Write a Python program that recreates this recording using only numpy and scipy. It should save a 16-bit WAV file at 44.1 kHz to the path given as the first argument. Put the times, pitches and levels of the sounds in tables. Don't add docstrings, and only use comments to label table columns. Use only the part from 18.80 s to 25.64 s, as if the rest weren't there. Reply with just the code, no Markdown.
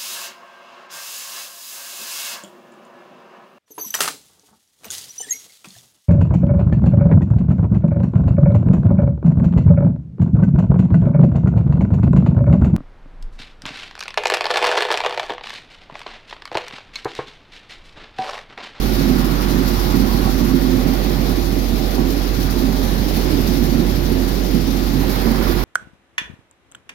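import sys
import numpy as np
from scipy import signal
from scipy.fft import rfft, irfft, next_fast_len
from scipy.io import wavfile
from scipy.ndimage import uniform_filter1d, minimum_filter1d, map_coordinates

SR = 44100
rng = np.random.default_rng(int(sys.argv[2]) if len(sys.argv) > 2 else 0)


def waveform_to_disk(signal):
    frames = np.transpose(np.atleast_2d(signal))
    scaled = np.clip(frames, -1, 1) * 32767
    samples = np.round(scaled).astype(np.int16)
    wavfile.write(sys.argv[1], SR, samples)


N = 301644

# start_s, chute_roar_db, dull_roar_db, bright_roar_db, fine_rattle_db,
# balance_db (left minus right; only its change about the mean is used)
PHONE_AIM = [(0.0, -40.5, -36, -40.5, -38.5, -1), (0.7, -38, -38.5, -40, -39, -0.5),
             (1.5, -38, -38, -41, -38, -2), (1.75, -38.5, -38, -43, -40, 0.5),
             (2.13, -45, -35.5, -40, -40, -2), (2.45, -42.5, -38, -41, -39.5, -1),
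             (2.9, -47.5, -35.5, -43.5, -40, 0.5), (3.1, -44, -38, -42.5, -39.5, 0),
             (3.2, -40.5, -30.5, -41, -42, 0), (3.3, -45, -33, -42.5, -41, 0.5),
             (3.5, -41.5, -39, -42, -40, 1), (3.9, -39, -36, -43, -40, 0),
             (4.2, -41.5, -37, -41, -39, -0.5), (4.5, -39.5, -33.5, -39.5, -39, 0),
             (5.0, -41.5, -39.5, -42, -40, -0.5), (5.75, -43, -31.5, -42, -40, 1.5),
             (6.15, -41.5, -46, -42, -40, 1), (6.25, -39, -36, -40.5, -40, -3.5),
             (6.37, -38, -39, -38, -37.5, -3.5), (6.5, -34.5, -37, -40, -38.5, -3.5),
             (6.68, -37.5, -35.5, -37.5, -38.5, -4.5), (6.84, -36, -38, -40, -37.5, -4)]
# centre_hz, width_hz, relative_db
CHUTE_MODES = [(630, 71, -4), (774, 24, 2), (873, 13, -5), (982, 8, 3.5), (1123, 17, 4.5), (1160, 12, 4),
               (1190, 100, -3), (1445, 25, 0)]


def amp(db):
    return 10 ** (np.asarray(db) / 20)


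def unit(x):
    return x / np.sqrt(np.mean(x ** 2) + 1e-20)


def along(points, hz):
    f, *cols = np.transpose(points)
    return [np.interp(np.log(hz + 1), np.log(f + 1), c) for c in cols]


def curves(rows):
    s, *cols = np.transpose(rows)
    return [np.interp(np.arange(N) / SR, s, c) for c in cols]


def wobble(rate):
    knots = rng.standard_normal(int(N * rate / SR) + 4)
    return map_coordinates(knots, [np.arange(N) * rate / SR])


def swells(times, tops, rise, fall):
    t = np.arange(SR // 2) / SR
    shape = (1 - np.exp(-t / rise)) * np.exp(-t / fall)
    starts = np.bincount(np.clip(times * SR, 0, N).astype(int), tops, N + 1)
    return signal.fftconvolve(starts, shape / shape.max())[:N]


def filtered(x, response):
    m = next_fast_len(N + 4096, True)
    return irfft(rfft(x, m) * response(np.fft.rfftfreq(m, 1 / SR)), m)[..., :N]


def split(x, hz):
    low = filtered(x, lambda f: 1 / (1 + (f / hz) ** 6))
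    return low, x - low


def modes(table):
    def response(hz):
        total = 0
        for k, (centre, width, db) in enumerate(table):
            damping = 1j * hz * width
            total = total + (-1) ** k * amp(db) * damping / (centre * centre - hz * hz + damping)
        return total
    return response


def blows(events, table, contact):
    m = SR // 2
    push = np.hanning(round(contact * SR))
    ring = irfft(rfft(push, m) * modes(table)(np.fft.rfftfreq(m, 1 / SR)), m)[:m // 4]
    hits = np.zeros(N)
    for s, db in events:
        hits[round(s * SR)] = amp(db)
    direct = signal.fftconvolve(hits, ring / np.abs(ring).max())[:N]
    return direct * [[1], [0]]


def stream(spectrum, patchy_db, per_s, spread_db, share):
    z = signal.stft(rng.standard_normal((2, N)), nperseg=512)[2]
    field = uniform_filter1d(rng.standard_normal(z.shape[1:]), size=6, axis=0)
    field = uniform_filter1d(field, size=10, axis=1)
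    noise = signal.istft(z * amp(patchy_db * unit(field)), nperseg=512)[1][:, :N]
    when, size, push = rng.random((int(2 * per_s * N / SR), 3)).T
    strength = amp(-spread_db * np.log(1.02 - size)) * (push - .5)
    impacts = np.bincount((when * 2 * N).astype(int), strength, 2 * N).reshape(2, N)
    share = np.clip(share, 0, 1)
    mix = np.sqrt(1 - share) * unit(noise) + np.sqrt(share) * unit(impacts)
    return unit(filtered(mix, lambda hz: amp(along(spectrum, hz)[0])))


def ports(pair):
    # freq_hz, left_minus_right_db, likeness (0-1), left_lead_rad
    port_pair = [(40, -12, 0.75, 0.17), (100, -11, 1, 0.31), (250, -11.5, 0.92, 0.33),
                 (345, -13.5, 0.98, 1.1), (473, -10.5, 0.68, 1.17), (860, -6, 0.4, 1.38),
                 (1220, -4.5, 0.2, 2.33), (1930, -4, 0.2, 4.7), (2860, 4.5, 0.2, 7.45),
                 (4450, 3.5, 0.1, 7.2), (6200, 12, 0.1, 8.5), (8160, 1.5, .2, 17), (9600, 2, .05, 19.5),
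                 (15200, -6, 0.2, 32)]

    def response(hz):
        lean_db, alike, lead = along(port_pair, hz)
        turn = np.arccos(np.clip(alike, 0, 1)) / 2
        g = amp(lean_db)
        scale = 2 / np.sqrt(1 + g * g + 2 * g * np.cos(2 * turn) * np.cos(lead))
        left = scale * g * np.exp(.5j * lead)
        right = scale * np.exp(-.5j * lead)
        return np.array([[left * np.cos(turn), left * np.sin(turn)],
                         [right * np.cos(turn), -right * np.sin(turn)]])
    return filtered(pair, response).sum(axis=1)


def panned(x, pan_db):
    lean_db = (pan_db - pan_db.mean()) / 2
    return x * amp([lean_db, -lean_db])


def engine_and_shaft_tones():
    # start_s, firing_hz, level_db (rms)
    firing = [(0.0, 46.7, -20), (0.5, 46.42, -21), (1.0, 46.83, -20), (2.0, 46.31, -20.5),
              (2.6, 46.62, -20.5), (4.5, 46.84, -20.5), (5.5, 46.35, -20.5), (6.4, 46, -21.5),
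              (6.84, 46.5, -20)]
    # multiple of the firing rate, level_db (rms, before wavering)
    exhaust_overtones = [(2, -40), (3, -37), (3.5, -41), (4, -38.5), (4.5, -35.5), (5, -37.5), (6, -38.5),
                         (6.5, -40.5), (7.5, -37), (9, -55), (13.5, -63)]
    # multiple of the shaft rate, level_db (rms, before wavering)
    shaft_tones = [(2, -40.5), (3, -37.5), (4, -46), (6, -40)]
    shaft_ratio = .6215
    rate_hz, level_db = curves(firing)
    turn = 2 * np.pi * np.cumsum(rate_hz) / SR
    out = amp(level_db + 0.28 * wobble(4.62)) * np.sin(turn + .03 * wobble(9.7))
    partials = list(exhaust_overtones) + [(k * shaft_ratio, db) for k, db in shaft_tones]
    for k, db in partials:
        phase = 2 * np.pi * rng.random() + .7 * wobble(5)
        out += amp(db + 3 * wobble(5)) * np.sin(k * turn + phase)
    return np.array([np.sqrt(2) * out, np.zeros(N)])


def growl():
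    # freq_hz, relative_db_per_hz
    block_colour = [(15, -42), (30, -15), (38, -4), (50, -8), (62, -6), (75, -3.5), (100, -4), (200, -6.5),
                    (330, -2.5), (450, -17.5), (700, -39), (1200, -120)]
    # start_s, level_db
    block_level = [(0, -27), (.7, -33), (1.3, -22.5), (2, -32.5), (2.6, -26), (3.3, -27), (4, -29),
                   (4.5, -23), (5, -28.5), (5.6, -29.5), (6.2, -25.5), (6.84, -26.5)]
    level = amp(curves(block_level)[0] + 0.36 * wobble(2.73))
    return level * stream(block_colour, patchy_db=0.8, per_s=350, spread_db=3.0, share=0.09)


def drum():
    # freq_hz, relative_db_per_hz
    pod_colour = [(60, -52), (120, -5.5), (180, -6.5), (250, -5), (350, -7.5), (440, -12.5), (600, -16.5),
                  (900, -88), (1400, -120)]
    # centre_hz, width_hz, relative_db
    panels = [(131, 39, -7.5), (170, 15.8, 0), (233.7, 27.6, 0.5), (245.3, 11.1, 2.5), (259.1, 20.5, 1),
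              (312.5, 36, -6), (344.5, 22, -0.5), (395, 66, -8.5)]
    # centre_hz, width_hz, relative_db
    drum_air = [(246.5, 120, 1)]
    # start_s, rumble_db
    drum_load = [(0.0, -24.5), (0.3, -21.5), (0.55, -22.5), (0.62, -23), (0.75, -19.5), (1.08, -27.5),
                 (1.3, -26), (1.6, -21.5), (1.9, -21), (2.08, -18.5), (2.17, -30), (2.3, -26.5),
                 (2.55, -27), (2.9, -31), (3.7, -26.5), (4.25, -28.5), (4.7, -23.5), (4.95, -21),
                 (5.06, -22), (5.17, -27.5), (5.4, -24.5), (5.55, -30.5), (6.05, -25.5), (6.2, -24),
                 (6.4, -26.5), (6.6, -26), (6.84, -37)]
    # start_s, peak_db, surge_db (tumbling that comes with the lump)
    lumps = [(0.211, -14, -28), (0.298, -10, -23), (.42, -21, -27), (.513, -11.5, -37), (.71, -15, -29),
             (0.802, -11, -27), (.95, -24, -29), (1.039, -29, -31), (1.142, -8.5, -17), (1.337, -10, -37),
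             (1.452, -17, -33), (1.738, -4.5, -33), (1.835, -22, -21.5), (1.958, -15, -26),
             (2.049, -10, -21), (2.249, -23, -25), (2.382, -16, -33), (2.72, -18, -29), (2.929, -16, -27.5),
             (3.19, -13.5, -21.5), (3.575, -17, -37), (3.7, -25, -30), (3.836, -10, -20), (3.95, -18, -29),
             (4.116, -21, -34), (4.263, -15, -39), (4.372, -14, -29), (4.462, -29, -25), (4.529, -14, -23),
             (4.765, -13, -24.5), (4.887, -13, -25.5), (4.988, -15, -20.5), (5.315, -9, -23),
             (5.373, -18, -40), (5.738, -6, -22.5), (6.13, -32, -21), (6.33, -24, -29),
             (6.455, -11.5, -16.5), (6.642, -14, -25.5)]
    rise_s, fall_s = 0.01, 0.071

    pods = stream(pod_colour, patchy_db=0.5, per_s=160, spread_db=2.5, share=0.24)
    ringing = unit(filtered(pods, lambda hz: amp(-10.0) + modes(panels)(hz)))
    load = amp(curves(drum_load)[0] + 0.32 * wobble(29))

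    s, peak_db, surge_db = np.transpose(lumps)
    surge_power = np.abs(swells(s - rise_s, amp(surge_db) ** 2, rise_s, fall_s))
    muffled = stream(pod_colour, patchy_db=0.5, per_s=90, spread_db=0.5, share=0.13)
    boom = unit(filtered(muffled, lambda hz: (amp(-10.0) + modes(drum_air)(hz)) * modes(panels)(hz)))
    thumps = blows(zip(s, peak_db), panels, contact=0.003)
    return load * ringing + np.sqrt(surge_power) * boom + thumps


def blower():
    # freq_hz, relative_db_per_hz
    air_colour = [(240, -17), (400, 6), (433, 3.5), (680, -9.5), (788, -9), (922, -13), (1140, -17),
                  (1610, -18), (1770, -17), (2910, -23), (3200, -23), (4160, -27), (7040, -120)]
    # start_s, ring_db
    chute_ring = [(0, 0), (.6, 0.5), (1.5, -4), (2.2, -0.5), (3, 0.5), (4.3, -14), (6.1, -6.5), (6.3, -25),
                  (6.84, -7)]
    # start_s, level_db
    hollow_level = [(0.0, -42.5), (0.86, -44), (1.2, -39.5), (1.58, -47.5), (1.85, -44), (2.02, -39),
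                    (2.27, -39), (2.53, -41), (3.29, -40), (3.58, -44), (3.98, -37), (6.11, -40.5),
                    (6.69, -38), (6.84, -40)]
    chute_db, dull_db, bright_db, _, pan_db = curves(PHONE_AIM)
    air = stream(air_colour, patchy_db=1, per_s=700, spread_db=1.0, share=0.14)
    rung = filtered(air, lambda hz: np.abs(modes(CHUTE_MODES)(hz)))
    low, rest = split(air + amp(curves(chute_ring)[0]) * rung, hz=852)
    dull, hollow = split(low, hz=572)
    chute, bright = split(rest, hz=1610)
    roar = amp(dull_db) * unit(dull) + amp(curves(hollow_level)[0]) * unit(hollow)
    roar += amp(chute_db) * unit(chute) + amp(bright_db) * unit(bright)
    return panned(ports(roar + knocks()), pan_db)


def sieve():
    # freq_hz, relative_db_per_hz
    nut_colour = [(1200, -13), (2000, -6.5), (2900, -7), (4100, -0.5), (4830, -1), (5790, -3.5),
                  (7200, -11), (8550, -16.5), (10000, -8), (11700, -2), (13500, -2.5), (15000, -3),
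                  (15600, -6), (17000, -17)]
    # place in the stroke (0-1), swell_db (before scatter)
    stroke_jolts = [(.13, 3), (.345, 2.4), (.735, 3.3)]
    # start_s, swell_db
    spills_and_lulls = [(.145, 2), (.613, 1.5), (.875, 2), (1.031, 2), (1.42, -1), (2.23, 0), (3.144, 3.5),
                        (3.293, 4.5), (3.6, 3.5), (3.7, 3.5), (4.03, 2.5), (4.36, 4), (4.509, 2.5),
                        (4.665, 3), (4.733, 1.5), (4.835, 4), (5.476, 2.5), (6.195, 0.5), (6.292, 3.5),
                        (6.357, -1.5), (6.523, -2), (6.77, -1.5)]
    shake_hz, strokes = 6.16, 45
    scatter_s, scatter_db = 0.0045, 0.4

    fine_db, pan_db = curves(PHONE_AIM)[-2:]
    coarse_db = fine_db + 2.5
    place, jolt_db = np.transpose(stroke_jolts)
    late, harder = rng.standard_normal((2, strokes, len(place)))
    jolts = (np.arange(strokes)[:, None] + place) / shake_hz + scatter_s * late
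    s, change_db = np.transpose(spills_and_lulls)
    times = np.append(jolts, s)
    tops_db = np.append(jolt_db + scatter_db * harder, change_db)
    swell_db = swells(times, tops_db, rise=0.0054, fall=0.03)
    swell_db = swell_db - swell_db.mean() + .3 * wobble(22) + .7 * wobble(55)

    clicks = stream(nut_colour, patchy_db=1.3, per_s=2600, spread_db=0.5, share=0.17)
    coarse, fine = split(clicks, hz=6900)
    nuts = amp(coarse_db + 0.64 * swell_db) * unit(coarse) + amp(fine_db + swell_db) * unit(fine)
    return panned(ports(nuts), 0.8 * pan_db)


def knocks():
    # start_s, peak_db, spot_hz (resonance nearest the struck spot)
    chute_knocks = [(1.455, -23, 977), (1.473, -19, 780), (1.491, -25, 834), (3.178, -19, 780),
                    (3.409, -24, 790), (.6, -26, 1140), (1.039, -25, 799), (2.069, -24, 735),
                    (3.889, -28, 826), (4.309, -24, 640), (4.367, -27, 646), (6.231, -26, 759),
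                    (6.357, -27, 1000), (6.469, -25, 980), (6.544, -25, 808), (6.668, -22, 1150),
                    (6.72, -26, 1430)]
    reach_octaves = 0.37
    total = 0
    for s, db, near in chute_knocks:
        struck = [(c, w, mode_db - 6 * (np.log2(c / near) / reach_octaves) ** 2)
                  for c, w, mode_db in CHUTE_MODES]
        total = total + blows([(s, db)], struck, contact=0.001)
    return total


def scene():
    return ports(engine_and_shaft_tones() + growl() + drum()) + blower() + sieve()


def record(dry):
    top_hz = 15950
    need = np.minimum(1, .99 / (np.abs(dry).max(axis=0) + 1e-9))
    gain = uniform_filter1d(minimum_filter1d(need, size=441), size=221)
    return filtered(dry * gain, lambda hz: hz < top_hz)


dry = scene()
out = record(dry)
waveform_to_disk(out)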